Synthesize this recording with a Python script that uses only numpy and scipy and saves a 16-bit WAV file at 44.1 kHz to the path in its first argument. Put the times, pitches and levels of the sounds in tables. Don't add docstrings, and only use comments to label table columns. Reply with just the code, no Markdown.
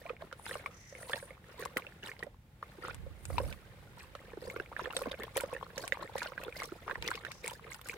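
import sys
import numpy as np
from scipy import signal
from scipy.fft import rfft, irfft, next_fast_len
from scipy.io import wavfile
from scipy.ndimage import uniform_filter1d

SR = 44100
rng = np.random.default_rng(int(sys.argv[2]) if len(sys.argv) > 2 else 0)


def unload_wav(signal):
    wavfile.write(
        sys.argv[1],
        SR,
        np.round(np.clip(np.atleast_2d(signal).T, -1, 1) * 32767).astype(np.int16),
    )


N = 351477

# (plunge time [s], hold [s], gurgle [dB], slurp [dB], spray [dB],
# spill delay [s], spill hold [s], spill level [dB])
TONGUE_LAPS = [(0.062, 0.041, -46.5, -53, -67, .15, .04, -54),
               (0.465, 0.076, -59, -46.5, -53, 0.089, 0.033, -56.5),
               (1.097, 0.088, -55, -47.5, -52.5, 0.18, 0.052, -58.5),
               (1.6, 0.026, -47, -45.5, -53, .17, 0.027, -50.5),
               (2.045, 0.045, -50.5, -44, -54, 0.15, 0.028, -56.5),
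               (2.836, 0.068, -50.5, -44, -57.5, 0.25, 0.018, -87),
               (3.31, .21, -54, -53.5, -60.5, .53, .04, -73.5),
               (3.987, 0.038, -70, -51.5, -58, 0.17, 0.15, -58.5),
               (4.426, 0.096, -48.5, -54, -57, 0.13, 0.018, -48.5),
               (4.795, 0.048, -46.5, -42.5, -57.5, 0.24, 0.071, -49.5),
               (4.958, 0.048, -47.5, -50, -52, .24, 0.035, -44.5),
               (5.363, 0.062, -61, -45, -51, 0.14, 0.038, -48.5),
               (5.77, 0.083, -51, -50, -52.5, 0.24, 0.031, -47),
               (6.158, .11, -54, -43, -55, 0.23, 0.067, -50),
               (6.566, 0.091, -52.5, -45.5, -51.5, .315, 0.057, -49),
               (7.038, 0.14, -50.5, -45, -55.5, 0.21, 0.048, -53.5),
               (7.448, 0.086, -53, -47.5, -54.5, 0.19, 0.049, -52.5),
               (7.719, 0.012, -75, -45, -49.5, 0.11, .03, -73),
               (7.858, 0.068, -57.5, -51, -55.5, 0.071, .04, -50)]
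# (time [s], level [dB])
DRIBBLE_LEVEL = [(0.0, -54), (0.16, -73), (0.6, -55), (0.88, -71), (1.0, -54.5), (1.41, -68), (1.5, -56.5),
                 (1.95, -62), (2.2, -68), (2.4, -74.5), (2.58, -71), (2.7, -58.5), (3.0, -63.5),
                 (3.6, -60.5), (4.3, -62), (5.7, -58), (7.0, -57), (7.95, -70)]
# (time [s], pop level [dB], pop pitch [Hz], glug level [dB], glug pitch [Hz])
AIR_PLOPS = [(0.063, -38, 2320, -49, 585), (0.095, -35, 2440, -34.5, 1224), (0.102, -47, 1510, -33, 473),
             (0.221, -43.5, 1070, -37.5, 607), (0.326, -34.5, 1350, -44.5, 504),
             (0.464, -37, 1430, -41.5, 866), (0.511, -29.5, 1800, -37.5, 505),
             (0.554, -31.5, 1120, -36, 564), (0.66, -27, 2220, -33.5, 1106), (0.924, -52, 1820, -45, 540),
             (0.951, -38, 2140, -49.5, 510), (1.029, -40, 1840, -45.5, 584), (1.095, -37.5, 900, -41, 457),
             (1.133, -24.5, 3300, -24, 1745), (1.16, -39, 2600, -50, 560), (1.226, -44, 1570, -41, 527),
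             (1.306, -41.5, 2110, -43.5, 513), (1.624, -35, 1760, -41, 520), (1.657, -28, 1037, -41, 524),
             (1.763, -31.5, 507, -35.5, 259), (1.769, -18.5, 1890, -36.5, 496),
             (1.867, -35.5, 2600, -46, 540), (2.031, -34.5, 2840, -49, 390), (2.116, -35.5, 2050, -55, 490),
             (2.227, -39, 2470, -29, 1857), (2.267, -67, 1470, -39, 544), (2.627, -30, 1140, -49.5, 590),
             (2.783, -55, 1180, -44, 350), (2.849, -33.5, 1210, -42.5, 510), (2.883, -31.5, 1190, -50, 520),
             (3.064, -73, 990, -41.5, 513), (3.301, -44, 1180, -35.5, 511), (3.381, -27.5, 2480, -22, 940),
             (3.4, -41, 1540, -29, 515), (3.433, -56, 1000, -37.5, 514), (4.151, -37, 1220, -41, 540),
             (4.333, -46.5, 1690, -41, 438), (4.372, -57, 1260, -36.5, 377), (4.437, -57, 1410, -44, 414),
             (4.473, -47, 1730, -38, 480), (4.5, -31.5, 2140, -53, 433), (4.562, -34, 1430, -35, 425),
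             (4.599, -25.5, 1500, -35, 390), (4.716, -42, 865, -48, 510), (4.765, -27, 1685, -54, 500),
             (4.794, -29, 1240, -60, 497), (4.857, -29, 1700, -40, 480), (4.871, -52, 1400, -34.5, 487),
             (4.906, -31.5, 2690, -67, 487), (4.933, -34, 1310, -54, 460), (4.966, -22, 3590, -33, 497),
             (5.016, -35, 1110, -32.5, 515), (5.058, -33.5, 1005, -36.5, 490),
             (5.069, -32, 580, -33.5, 247), (5.114, -34.5, 3660, -37.5, 540),
             (5.139, -39, 1510, -40.5, 516), (5.235, -39, 1880, -56, 580), (5.362, -32.5, 860, -29, 458),
             (5.374, -31, 1830, -29.5, 515), (5.403, -32, 2240, -62, 507), (5.435, -53, 1500, -28.5, 526),
             (5.528, -37, 950, -32, 476), (5.549, -37, 1770, -37.5, 490), (5.564, -33.5, 1730, -46, 506),
             (5.627, -31, 1020, -45, 486), (5.777, -34.5, 1610, -35.5, 520),
             (5.838, -34.5, 1490, -38.5, 660), (5.9223, -16, 1893, -36, 516), (5.993, -56, 1730, -44, 563),
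             (6.026, -32.5, 1020, -50, 530), (6.095, -43, 850, -53, 515), (6.154, -31.5, 856, -30, 517),
             (6.218, -29, 1580, -60, 506), (6.258, -39, 1350, -38.5, 592), (6.32, -37, 1220, -43, 540),
             (6.378, -27.5, 1530, -59, 500), (6.435, -37.5, 2550, -60, 604), (6.464, -57, 1320, -39, 406),
             (6.481, -37.5, 1350, -36.5, 466), (6.525, -37, 2330, -54, 500), (6.6, -29.5, 2100, -42, 510),
             (6.619, -30.5, 1160, -43, 625), (6.72, -44, 1280, -33, 366), (6.879, -27.5, 1120, -50, 550),
             (6.896, -30, 1487, -34, 980), (6.911, -26.5, 1600, -41, 527), (6.955, -28.5, 1780, -39, 1010),
             (7.068, -39, 2650, -38, 434), (7.086, -27, 1970, -48, 480), (7.114, -24.5, 1510, -34, 967),
             (7.249, -29.5, 1500, -70, 535), (7.266, -34, 1750, -58, 490), (7.313, -36, 2250, -66, 520),
             (7.443, -32, 2310, -40, 470), (7.472, -31.5, 2200, -57, 495), (7.499, -34, 3030, -67, 500),
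             (7.896, -27, 2310, -52, 450)]
# (time [s], level [dB], resonance [Hz])
LIP_SNAPS = [(0.327, -49, 4320), (0.4638, -47.5, 3400), (0.5434, -45, 8300), (0.662, -49.5, 10100),
             (1.0958, -47, 3920), (1.6522, -36.5, 8040), (1.771, -28.5, 15400), (1.7783, -40, 9600),
             (2.1922, -51, 4160), (2.2334, -46.5, 9600), (2.945, -44, 7600), (3.2532, -39.5, 7800),
             (3.383, -41, 3500), (3.526, -48, 2760), (4.152, -51.5, 3900), (4.9262, -44, 14000),
             (4.967, -30.5, 8500), (5.0203, -42, 11200), (5.117, -42, 3520), (5.234, -40.5, 14600),
             (5.369, -27, 10200), (5.376, -30, 13400), (5.4078, -34, 10000), (5.5358, -45.5, 9000),
             (5.7796, -35.5, 6000), (5.878, -35.5, 8800), (6.181, -38, 6400), (6.2304, -38.5, 5030),
             (6.4366, -41, 13300), (6.634, -40, 7900), (7.024, -38.5, 3330), (7.077, -32, 4600),
             (7.105, -40, 8200), (7.1538, -42, 3470), (7.25, -47, 3000), (7.317, -40, 5430),
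             (7.461, -39.5, 9100), (7.478, -32.5, 8700), (7.509, -42, 13300), (7.7447, -44.5, 8300),
             (7.8138, -43, 13500), (7.8867, -39.5, 9200)]
# (frequency [Hz], gain [dB])
WATER_EQ = [(100, 22), (250, 0.5), (500, 2.5), (750, -3), (1000, 1), (1450, 2.5), (2000, 3.5), (2900, -1.5),
            (4500, -5.5), (6200, -10.5), (9000, -8.5), (12500, -11), (16000, -11.5)]
# (frequency [Hz], gain [dB])
SNAP_EQ = [(100, 2), (500, 13.5), (2000, 21.5), (3500, 15.5), (6000, 6.5), (9000, 8.5), (16000, 0.5)]
# (pitch [Hz], left over right [dB])
BUBBLE_PAN = [(250, 0), (500, -5), (850, 2.5), (1030, 8.5), (1250, -6.5), (1600, -7), (1900, -3.5),
              (2400, 1), (4500, -1)]
# (frequency [Hz], bandwidth [Hz], gain [dB])
BOWL_MODES = [(557, 44, -32), (990, 270, -12.5), (1980, 1400, -16)]
# (start [s], end [s], level [dB], centre [Hz], bandwidth [Hz])
MUZZLE_HISSES = [(0.365, 0.615, -57.5, 9450, 1000), (0.577, 0.804, -62, 1270, 159),
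                 (0.685, 1.063, -62, 5950, 706), (0.671, 1.122, -63, 1970, 220),
                 (0.921, 1.342, -57.5, 9330, 650), (3.158, 3.594, -63, 9300, 1300),
                 (3.193, 3.62, -66.5, 13700, 3000), (7.236, 7.455, -62, 5540, 1000)]
# (time [s], level [dB])
WIND_GUSTS = [(2.7, -82), (2.95, -49), (3.05, -45), (3.2, -57.5), (3.35, -35), (3.5, -39.5), (3.6, -62),
              (6.85, -70.5), (7.0, -48), (7.2, -67)]
# (frequency [Hz], gain [dB])
WIND_EQ = [(10, -53), (45, 6), (85, 6.5), (140, -2), (400, -18), (1500, -86)]
# (frequency [Hz], gain [dB])
FIELD_EQ = [(20, -20), (45, 4), (75, 3.5), (140, 1.5), (300, -15.5), (600, -36), (1200, -29), (2500, -42),
            (5000, -35.5), (10000, -40.5), (16000, -36)]
# (frequency [Hz], coherence [0-1])
STEREO_COHERENCE = [(40, 0.98), (130, 0.98), (290, 0.92), (640, 0.91), (1400, 0)]


def lapping():
    times, gurgle_db, slurp_db, spray_db = lap_envelopes()
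    large = swarm(low_hz=371, high_hz=678, cycles=13.4, spread_db=4.5, rise=0.27, count=550, size=1900)
    small = swarm(low_hz=860.6, high_hz=4200, cycles=50, spread_db=7, rise=0.27, count=1700, size=1000)
    fine = swarm(low_hz=3900, high_hz=15800, cycles=42, spread_db=6.5, rise=0.05, count=3500, size=350)
    gurgle = churn(large, fader(times, gurgle_db - 1), 178, 850, calm_db=-60, bubbly=0.69, ragged_db=6.5)
    slurp = churn(small, fader(times, slurp_db - 1), 740, 3700, calm_db=-58, bubbly=0.55, ragged_db=6)
    spray = churn(fine, fader(times, spray_db + 1.5), 3800, 16200, calm_db=-64, bubbly=0.42, ragged_db=6)
    return gurgle + slurp + spray


def lap_envelopes(wake_s=0.002):
    t = np.arange(0, N, 64) / SR
    dribble_db = np.interp(t, *np.transpose(DRIBBLE_LEVEL))
    power = amp([dribble_db, dribble_db, dribble_db - 9.5]) ** 2
    for at, hold, gurgle_db, slurp_db, spray_db, spill_delay, spill_hold, spill_db in TONGUE_LAPS:
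        power += splash(t, at, hold, [gurgle_db, slurp_db, spray_db])
        power += splash(t, at + spill_delay, spill_hold, [spill_db - 1, spill_db, spill_db - 14.5])
    for at, pop_db, _, glug_db, _ in AIR_PLOPS:
        power += splash(t, at + wake_s, 0, [glug_db - 17, pop_db - 23, pop_db - 40], attack_s=wake_s)
    return t, *(10 * np.log10(power))


def splash(t, peak_s, hold_s, levels_db, attack_s=0.025, release_db_per_s=305):
    swell = np.clip(1 + (t - peak_s) / attack_s, 0, 1)
    fade = amp(-release_db_per_s * np.maximum(t - peak_s - hold_s, 0))
    return np.outer(amp(levels_db), swell * fade) ** 2


def swarm(low_hz, high_hz, cycles, spread_db, rise, count, size):
    onset, pitch, life, pan = rng.random((4, count, 1))
    hz = low_hz * (high_hz / low_hz) ** pitch
    strength = amp(spread_db * np.minimum(rng.exponential(1, (count, 1)), 3))
    tones = strength * bubble_ring(np.arange(size) / SR, hz, cycles * (0.5 + life) / hz, rise)
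    samples = ((onset * N).astype(int) + np.arange(size)).ravel()
    phase_shift = np.exp(1j * rng.standard_normal((count, 1)) * np.minimum(hz / 2000, 2))
    sides = tones * (0.5 + pan), tones * phase_shift * (1.5 - pan)
    texture = np.array([np.bincount(samples, side.real.ravel(), N)[:N] for side in sides])
    texture = unit(equalise(texture, WATER_EQ))
    power = uniform_filter1d(uniform_filter1d((texture ** 2).mean(0), size=1300), size=1300)
    return texture / np.sqrt(abs(power) + 0.011)


def churn(grains, gain, low_hz, high_hz, calm_db, bubbly, ragged_db):
    band = [(low_hz / 2, -40), (low_hz, 0), (high_hz, 0), (high_hz * 2, -40)]
    broken = gain ** 2 / (gain ** 2 + amp(calm_db) ** 2)
    flutter = np.clip(wobble(hz=72, size=N)[0], -2, 2)
    squelch = amp(ragged_db * broken * (flutter - 1.5))
    wash = diffuse_noise(along_hz(WATER_EQ) + along_hz(band)) * squelch
    bubble_share = broken * bubbly
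    return gain * (np.sqrt(bubble_share) * grains + np.sqrt(1 - bubble_share) * wash)


def plops(pop_t60=0.013, glug_t60=0.032, typical_db=-25):
    for at, pop_db, pop_hz, glug_db, glug_hz in AIR_PLOPS:
        ring_scale = amp(0.11 * (typical_db - pop_db))
        yield at, pop_db, pop_hz, pop_t60 * ring_scale, 1.2
        yield at, glug_db, glug_hz, glug_t60, 1.4


def drips(per_lap=4, low_hz=900, high_hz=2400, t60=0.009, spread_db=5.5):
    for plunge_s, *_, spill_db in TONGUE_LAPS:
        for late, strength, pitch in rng.random((per_lap, 3)):
            at = plunge_s + 0.1 + 0.25 * late
            db = spill_db + 8 + spread_db * (2 * strength - 1)
            yield at, db, low_hz * (high_hz / low_hz) ** pitch, t60, 1


def bubbles(cues, tick_db=-13, tick_s=0.00078, shade_hz=5500, left_lag_s=0.00005):
    out, t = np.zeros((2, N)), np.arange(3000) / SR
    for at, db, hz, t60, swell_cycles in cues:
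        phase = rng.standard_normal() * min(hz / 5500, 2) + 2 * np.pi * hz * left_lag_s
        roughness = 1 + 0.31 * wobble(hz=900, size=len(t))
        ring = bubble_ring(t, hz, t60, rise=0.17, swell_cycles=swell_cycles)
        tone = ring * np.exp([[0], [1j * phase]]) * roughness
        tick = amp(tick_db) * np.exp(-t / tick_s) * wobble(hz=3800, size=len(t))
        shade = 1 / np.sqrt(1 + (hz / shade_hz) ** 4)
        pan_db = np.interp(hz, *np.transpose(BUBBLE_PAN))
        pan = unit(amp([[pan_db / 2], [-pan_db / 2]]))
        add(out, at, amp(db) * pan * (shade * tone.real + tick))
    return out


def bubble_ring(t, hz, t60, rise, swell_cycles=1):
    envelope = (1 - np.exp(-(t * hz / swell_cycles) ** 2)) * amp(-60 * t / t60)
    turns = hz * (t + rise * t ** 2 / (2 * t60))
    return envelope / envelope.max(-1, keepdims=True) * np.exp(2j * np.pi * turns)


def snaps(trim_db=6, attack_s=0.0012, crack_s=0.00073, fizz_s=0.0044, fizz_db=-21):
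    out, t = np.zeros((2, N)), np.arange(1500) / SR
    for at, db, hz in LIP_SNAPS:
        attack = 1 - np.exp(-t / attack_s)
        decay = np.exp(-t / crack_s) + amp(fizz_db) * np.exp(-t / fizz_s)
        gap = resonant_noise(hz, width_hz=1800, size=len(t))
        spit = amp(-4) * rng.standard_normal((2, len(t)))
        add(out, at, amp(db + trim_db) * attack * decay * (gap + spit))
    return equalise(out, SNAP_EQ)


def bowl(water, echo_db=-12, echo_t60=0.034):
    t = np.arange(6000) / SR
    echoes = rng.standard_normal((2, len(t))) * (rng.random((2, len(t))) < 0.05)
    echoes *= (t > 0.002) * amp(-60 * t / echo_t60)
    response = amp(echo_db) * echoes / np.linalg.norm(echoes, axis=1, keepdims=True)
    for hz, width_hz, db in BOWL_MODES:
        mode = np.exp(-np.pi * width_hz * t) * np.sin(2 * np.pi * hz * t)
        response += amp(db) * 2 * np.pi * width_hz / SR * mode
    return water + signal.oaconvolve(water, response, axes=1)[:, :N]


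def muzzle(flutter_hz=45, flutter_db=3.5):
    out = np.zeros((2, N))
    for start, end, db, hz, width_hz in MUZZLE_HISSES:
        size = round((end - start) * SR)
        swell = np.sin(np.linspace(0, np.pi, size))
        airflow = swell * amp(db + flutter_db * wobble(flutter_hz, size)[0])
        add(out, start, airflow * resonant_noise(hz, width_hz, size))
    return out


def wind(left_db=-8, right_db=2):
    rumble = unit(equalise(rng.standard_normal((2, N)), WIND_EQ))
    return fader(*np.transpose(WIND_GUSTS)) * rumble * amp([[left_db], [right_db]])


def field(level_db=-59):
    return amp(level_db) * diffuse_noise(along_hz(FIELD_EQ))


def diffuse_noise(colour_db):
    real, imaginary = rng.standard_normal((2, 2, len(colour_db)))
    left, independent = real + 1j * imaginary
    coherence = np.clip(along_hz(STEREO_COHERENCE), 0, 1)
    right = coherence * left + np.sqrt(1 - coherence ** 2) * independent
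    return unit(irfft(np.array([left, right]) * amp(colour_db))[:, :N])


def resonant_noise(hz, width_hz, size):
    radius = np.exp(-np.pi * width_hz / SR)
    poles = [1, -2 * radius * np.cos(2 * np.pi * hz / SR), radius ** 2]
    return unit(signal.lfilter([1, 0, -1], poles, rng.standard_normal((2, size))))


def wobble(hz, size):
    lowpass = signal.butter(3, hz, fs=SR, output="sos")
    return unit(signal.sosfilt(lowpass, rng.standard_normal((2, size))))


def equalise(x, curve):
    size = next_fast_len(N, True)
    return irfft(rfft(x, size) * amp(along_hz(curve)), size)[..., :N]


def along_hz(curve):
    hz, value = np.transpose(curve)
    bins = np.fft.rfftfreq(next_fast_len(N, True), 1 / SR)
    return np.interp(np.log(bins + 1), np.log(hz + 1), value)


def fader(times, db):
    return amp(np.interp(np.arange(N) / SR, times, db))


def add(mix, at, sound):
    part = mix[:, max(round(at * SR), 0):][:, :sound.shape[1]]
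    part += sound[:, :part.shape[1]]


def amp(db):
    return 10 ** (np.asarray(db) / 20)


def unit(x):
    return x / np.sqrt(np.mean(x ** 2) + 1e-20)


def scene(left_db=0.1, right_db=1.0):
    plops_and_drips = bubbles([*plops(), *drips()])
    mouth = (lapping() + snaps()) * amp([[left_db], [right_db]])
    return bowl(plops_and_drips + mouth) + muzzle() + wind() + field()


def record(dry, cutoff_hz=15900):
    taps = signal.firwin(401, cutoff_hz, window=("kaiser", 9), fs=SR)
    return signal.oaconvolve(dry, taps[None], "same", axes=1)


dry = scene()
out = record(dry)
unload_wav(out)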